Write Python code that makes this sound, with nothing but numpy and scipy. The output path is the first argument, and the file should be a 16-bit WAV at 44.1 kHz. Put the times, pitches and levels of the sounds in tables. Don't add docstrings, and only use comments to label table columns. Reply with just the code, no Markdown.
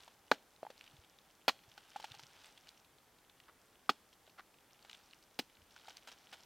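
import sys
import numpy as np
from scipy import signal
from scipy.fft import rfft, irfft
from scipy.io import wavfile

SR = 44100
rng = np.random.default_rng(int(sys.argv[2]) if len(sys.argv) > 2 else 0)


def persist_wave(psi):
    counts = np.round(np.clip(psi, -1, 1) * 32767).astype(np.int16)
    wavfile.write(sys.argv[1], SR, np.atleast_2d(counts).T)


N = 284445
AGE = np.arange(SR // 3) / SR


def undb(db):
    return 10 ** (np.asarray(db) / 20)


def sized(x, db):
    return x * undb(db) / np.sqrt(np.sum(x ** 2) / (SR / 100))


def add(track, s, x):
    start = max(int(s * SR), 0)
    track[start:start + len(x)] += x[:max(len(track) - start, 0)]


def fade(age, t60):
    return np.exp(-np.log(1000) * age / t60)


def colour(x, points):
    hz, db = np.transpose(points)
    bins = np.maximum(np.fft.rfftfreq(4096, 1 / SR), 1)
    outline_db = np.interp(np.log(bins), np.log(hz), db)
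    cepstrum = irfft(np.log(undb(outline_db)))
    half = len(cepstrum) // 2
    cepstrum[1:half] *= 2
    cepstrum[half + 1:] = 0
    response = irfft(np.exp(rfft(cepstrum)))
    return signal.fftconvolve(x, response)[:len(x)]


def tilted(points, db_per_octave):
    return [(hz, db + db_per_octave * np.log2(hz / 1000), *rest) for hz, db, *rest in points]


def hump(hz):
    return [(hz / 9, -28), (hz / 2.28, -11), (hz, 0), (hz * 1.57, -11), (hz * 3, -25), (hz * 12, -42)]


def ring(hz, t60, rise_ms):
    swell = 1 - np.exp(-(1000 * AGE / rise_ms) ** 2)
    return np.sin(2 * np.pi * hz * AGE) * swell * fade(AGE, t60)


def modes(table, rise_ms):
    total = np.zeros(len(AGE))
    for k, (hz, db, t60) in enumerate(table):
        longest_t60 = .04 + 6 / hz
        total += (-1) ** k * undb(db) * ring(hz, min(t60, longest_t60), rise_ms)
    return total


def grains(size, rate, spread_db):
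    strength = undb(spread_db * np.minimum(rng.exponential(size=size), 4))
    return (rng.random(size) < rate / SR) * strength * rng.standard_normal(size)


def tearing(bite_ms, t60, spread_db):
    stopped = np.maximum(AGE - bite_ms / 1000, 0)
    slowing = np.exp(-.6 * np.minimum(1000 * AGE / bite_ms, 1))
    onset = 1 - np.exp(-AGE / 0.00074)
    return grains(len(AGE), 14000, spread_db) * onset * slowing * fade(stopped, t60)


# (time [s], trunk level [dB], trunk tilt [dB/octave], tearing level [dB],
# tearing tilt [dB/octave], splinter level [dB], bite [ms], head ring level [dB])
BLOWS = [(0.3143, -29.5, 2.5, -28.5, -3, -52, 3.9, -40.5),
         (1.4798, -35.5, 2.5, -26.5, -2, -42.5, 15.9, -30.5),
         (3.8922, -33, 0.5, -34.5, 0.5, -52, 10.6, -35), (5.3897, -39.5, -2, -35.5, 3, -50, 7.6, -40.5)]
# (time [s], level [dB], frequency [Hz], t60 [s])
ENTRY_JOLTS = [(0.3148, -25, 877, 0.01), (0.318, -27.5, 1508, 0.0054), (0.3196, -34.5, 720, 0.013),
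               (1.4801, -27.5, 740, 0.016), (1.484, -33.5, 1345, 0.0086), (1.4876, -48, 2030, .008),
               (1.4947, -36, 1060, .008), (3.8924, -25.5, 1233, 0.012), (3.8972, -39.5, 373, 0.018),
               (5.3933, -47.5, 493, 0.0085), (5.394, -52, 230, 0.04)]
# (frequency [Hz], relative level [dB], t60 [s])
TRUNK_MODES = [(185, -4, 0.053), (278, 0, 0.083), (330, -5, 0.032), (415, 3.5, 0.026), (575, 1, 0.016),
               (719, 1.5, .035), (839, 3, 0.095), (1122, -1, 0.018), (1200, -9.5, .028), (1485, -7, 0.027)]
# (frequency [Hz], relative level [dB], t60 [s])
HEAD_MODES = [(1910, 1.5, 0.029), (2335, -11, 0.022), (2478, 3, 0.025), (2963, -3, 0.017),
              (3327, 5.5, 0.027), (3970, -12, .03), (4380, 1, .02), (4340, -1, 0.047), (4910, -15, 0.022),
              (6500, -10, 0.0367)]
# (frequency [Hz], relative level [dB])
TEARING_COLOUR = [(60, -21), (150, -21), (400, -9), (750, -2.5), (1500, -5), (2100, -2), (2600, 0),
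                  (3400, -3), (4700, 1), (5800, -14.5), (8000, -21.5), (16000, -32.5)]
# (frequency [Hz], relative level [dB])
SPLINTER_COLOUR = [(2500, -28), (5000, -5.5), (7000, -2.5), (9500, -6.5), (13000, 1), (16000, -3)]
# (frequency [Hz], relative level [dB])
BARK_COLOUR = [(200, -18), (500, -7.5), (830, 1.5), (1100, -5.5), (1450, 0), (2000, -4.5), (3000, -0.5),
               (4500, -5.5), (7000, -14), (10000, -21.5), (16000, -25.5)]


def chops():
    out = np.zeros(N)
    for s, db, hz, t60 in ENTRY_JOLTS:
        add(out, s, sized(ring(hz, t60, rise_ms=0.93), db))
    for s, trunk_db, trunk_tilt, tear_db, tear_tilt, splinter_db, bite_ms, head_db in BLOWS:
        trunk = modes(tilted(TRUNK_MODES, trunk_tilt), rise_ms=1.9)
        head = modes(HEAD_MODES, rise_ms=2.2)
        fibres = tearing(bite_ms, t60=0.023, spread_db=1.5)
        splinters = tearing(bite_ms * 0.41, t60=.045, spread_db=1.5)
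        bark = tearing(bite_ms, t60=.11, spread_db=4.0)
        add(out, s, sized(trunk, trunk_db))
        add(out, s, sized(head, head_db))
        add(out, s, sized(colour(fibres, tilted(TEARING_COLOUR, tear_tilt)), tear_db))
        add(out, s, sized(colour(splinters, SPLINTER_COLOUR), splinter_db))
        add(out, s, sized(colour(bark, BARK_COLOUR), tear_db - 15.0))
    return out


# (time [s], knock level [dB], knock frequency [Hz], scrape level [dB], scrape length [ms])
BLADE_SLIPS = [(0.078, -57.5, 930, -58.5, 2.3), (0.6304, -44.5, 646, -64.5, 1.2),
               (0.6503, -53.5, 830, -70, 1.1), (0.6664, -48, 865, -69, 3.3), (0.702, -55, 533, -56.5, 3.7),
               (1.7774, -56, 807, -53.5, 4.2), (1.9601, -41.5, 816, -52.5, 12), (1.999, -53, 875, -55, 2.3),
               (2.0419, -46, 861, -48, 6), (2.141, -57, 840, -55.5, 14), (2.193, -63.5, 926, -55, 3.4),
               (4.277, -66.5, 634, -68.5, 2.6), (4.848, -65, 800, -61.5, 1.4),
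               (5.763, -58, 1500, -60.5, 0.99), (5.882, -52.5, 810, -54.5, 5.5),
               (5.902, -67, 845, -57, 6.4), (6.073, -75, 840, -52, 4.8), (6.083, -74, 843, -53, 9.4),
               (6.116, -70, 850, -56.5, 6.9), (6.326, -66, 815, -48.5, 17.7)]


def slips():
    out = np.zeros(N)
    for s, knock_db, hz, scrape_db, scrape_ms in BLADE_SLIPS:
        knock = ring(hz, t60=0.018, rise_ms=0.24 + 0.26 * scrape_ms)
        tick = ring(hz * 1.25, t60=0.0024, rise_ms=0.38)
        scrape = colour(tearing(scrape_ms, t60=0.036, spread_db=0.5), BARK_COLOUR)
        add(out, s, sized(knock, knock_db) + sized(tick, knock_db - 8) + sized(scrape, scrape_db))
    return out


# (time [s], level [dB], centre frequency [Hz])
SPLINTER_SNAPS = [(0.8101, -55, 2830), (0.8633, -62.5, 3100), (1.1871, -65, 3810), (1.716, -63, 3240),
                  (2.1173, -52, 3540), (2.2344, -56.5, 3480), (2.5762, -59, 3200), (2.6896, -55, 4440),
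                  (3.2967, -65.5, 3520), (3.4012, -60.5, 3046), (4.1285, -64.5, 3340), (4.8963, -51, 2920),
                  (4.912, -58, 4170), (4.93, -54.5, 3520), (4.9468, -57.5, 3400), (5.1334, -59, 2780),
                  (5.9691, -53, 4180)]


def snaps():
    out = np.zeros(N)
    for s, db, hz in SPLINTER_SNAPS + small_snaps():
        ping = ring(hz, t60=.005, rise_ms=.25)
        fibres = colour(tearing(bite_ms=0.32, t60=0.014, spread_db=7.0), hump(hz))
        add(out, s, sized(ping, db - 5.5) + sized(fibres, db - 1.5))
    return out


SMALL_SNAPS_PER_S, SMALL_SNAP_HZ = 7, 3500
SMALL_SNAP_OCTAVES = .35
SMALL_SNAP_DB, SMALL_SNAP_FOLLOW = -69.5, 0.68


def small_snaps():
    above_rest_db = 20 * np.log10(strain() / undb(RESTING_DB))
    rows = []
    for when, pitch in rng.random((int(SMALL_SNAPS_PER_S * N / SR), 2)):
        db = SMALL_SNAP_DB + SMALL_SNAP_FOLLOW * above_rest_db[int(when * N)]
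        hz = SMALL_SNAP_HZ * 2 ** (SMALL_SNAP_OCTAVES * (2 * pitch - 1))
        rows.append((when * N / SR, db, hz))
    return rows


# (frequency [Hz], relative level [dB])
CRUMB_SIZES = [(1450, -10), (2300, -11), (3100, -2), (4100, -9.5), (5600, -2), (8500, -12.5)]


def crumble():
    crackle = np.zeros(N)
    for hz, crumb_db in CRUMB_SIZES:
        crumbs = colour(grains(N, rate=200, spread_db=5.0), hump(hz))
        crumbs = colour(crumbs, hump(hz))
        crackle += undb(crumb_db) * crumbs / np.std(crumbs)
    crackle /= np.std(crackle)
    rub = colour(grains(N, rate=17000, spread_db=5.5), BARK_COLOUR)
    rub /= np.std(rub)
    return (undb(-5.5) * crackle + undb(-3.5) * rub) * strain()


# (time it gives [s], crumbling level [dB], build-up time constant [s], release time constant [s])
HANDLE_PULLS = [(0.01, -61, .05, 0.084), (0.82, -65.5, 0.14, 0.25), (2.04, -59, 0.24, 0.27),
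                (2.47, -58, 0.14, 0.046), (2.68, -66, 0.13, 0.085), (4.92, -63, 0.12, 0.18),
                (5.89, -61.5, 0.16, 0.14), (6.1, -60, 0.044, 0.092), (6.34, -60.5, 0.086, 0.15)]
RESTING_DB = -75


def strain():
    t = np.arange(N) / SR
    power = undb(RESTING_DB) ** 2
    for s, db, build_s, release_s in HANDLE_PULLS:
        pull = undb(db) * np.exp(-np.maximum((s - t) / build_s, (t - s) / release_s))
        power = power + pull ** 2
    return np.sqrt(power)


# (time [s], level [dB], swell [ms], tilt [dB/octave])
BRUSH_STROKES = [(3.476, -57, 16.4, -3), (4.373, -49, 20.4, 0)]
# (frequency [Hz], relative level [dB])
BRUSH_COLOUR = [(200, -27), (600, -12), (1350, -2), (2200, -11.5), (4500, -19), (8000, -38), (16000, -37.5)]


def brushes():
    out = np.zeros(N)
    for s, db, swell_ms, tilt in BRUSH_STROKES:
        progress = 1000 * AGE / swell_ms
        swell = progress * np.exp(-progress ** 4 / 4)
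        rub = grains(len(AGE), rate=2500, spread_db=3) * swell
        add(out, s, sized(colour(rub, tilted(BRUSH_COLOUR, tilt)), db))
    return out


# (time [s], level [dB], frequency [Hz])
LOW_BUMPS = [(0.932, -62.5, 132), (0.985, -59.5, 79), (1.675, -64.5, 111), (2.108, -57.5, 112),
             (2.167, -70, 139), (2.227, -63, 133), (5.583, -68, 91), (5.618, -65.5, 79.6)]


def bumps():
    out = np.zeros(N)
    for s, db, hz in LOW_BUMPS:
        add(out, s, sized(ring(hz, t60=0.043, rise_ms=9.1), db))
    return out


# (frequency [Hz], relative level [dB])
SCATTER_COLOUR = [(60, -2.5), (200, 4), (600, -2.5), (1300, -12.5), (3200, 0), (4800, -1.5), (7000, 9),
                  (16000, -2.5)]


def undergrowth(x, near_db, near_t60, far_db, far_t60):
    swell = 1 - np.exp(-(AGE / 0.0088) ** 2)
    near, far = rng.standard_normal((2, len(AGE))) * swell
    near = colour(near * fade(AGE, near_t60), SCATTER_COLOUR)
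    far = colour(far * fade(AGE, far_t60), SCATTER_COLOUR)
    response = undb(near_db) * near / np.linalg.norm(near) + undb(far_db) * far / np.linalg.norm(far)
    return signal.fftconvolve(x, response)[:N]


# (frequency [Hz], relative density [dB per Hz])
FOREST_COLOUR = [(15, -38), (25, -4.5), (87, -3.5), (335, -3), (607, -4.5), (714, -5.5), (796, -2),
                 (863, -4.5), (2220, -11.5), (2990, -17), (3430, -12.5), (3720, -16.5), (14000, -18.5),
                 (16000, -25)]
# (frequency [Hz], side minus mid [dB])
FOREST_WIDTH = [(30, -7.5), (150, -12.5), (1000, -16), (4000, -8.5), (8000, -3.5), (16000, -2.5)]
FOREST_DB = -69.5


def forest():
    mid = colour(rng.standard_normal(N), FOREST_COLOUR)
    side = colour(rng.standard_normal(N), FOREST_COLOUR)
    side = colour(side, FOREST_WIDTH)
    return undb(FOREST_DB) * np.array([mid + side, mid - side]) / np.std(mid)


def scene():
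    work = chops() + slips() + brushes() + crumble() + snaps()
    low_cut = signal.butter(2, 100, "high", fs=SR, output="sos")
    work = signal.sosfilt(low_cut, work) + bumps()
    mid = work + undergrowth(work, near_db=-18, near_t60=0.083, far_db=-28.0, far_t60=.45)
    side = undergrowth(work, near_db=-54, near_t60=.04, far_db=-57, far_t60=.3)
    return np.array([mid + side, mid - side]) + forest()


TOP_HZ = 16100


def record(dry):
    return signal.sosfilt(signal.ellip(10, .2, 70, TOP_HZ, fs=SR, output="sos"), dry)


dry = scene()
out = record(dry)
persist_wave(out)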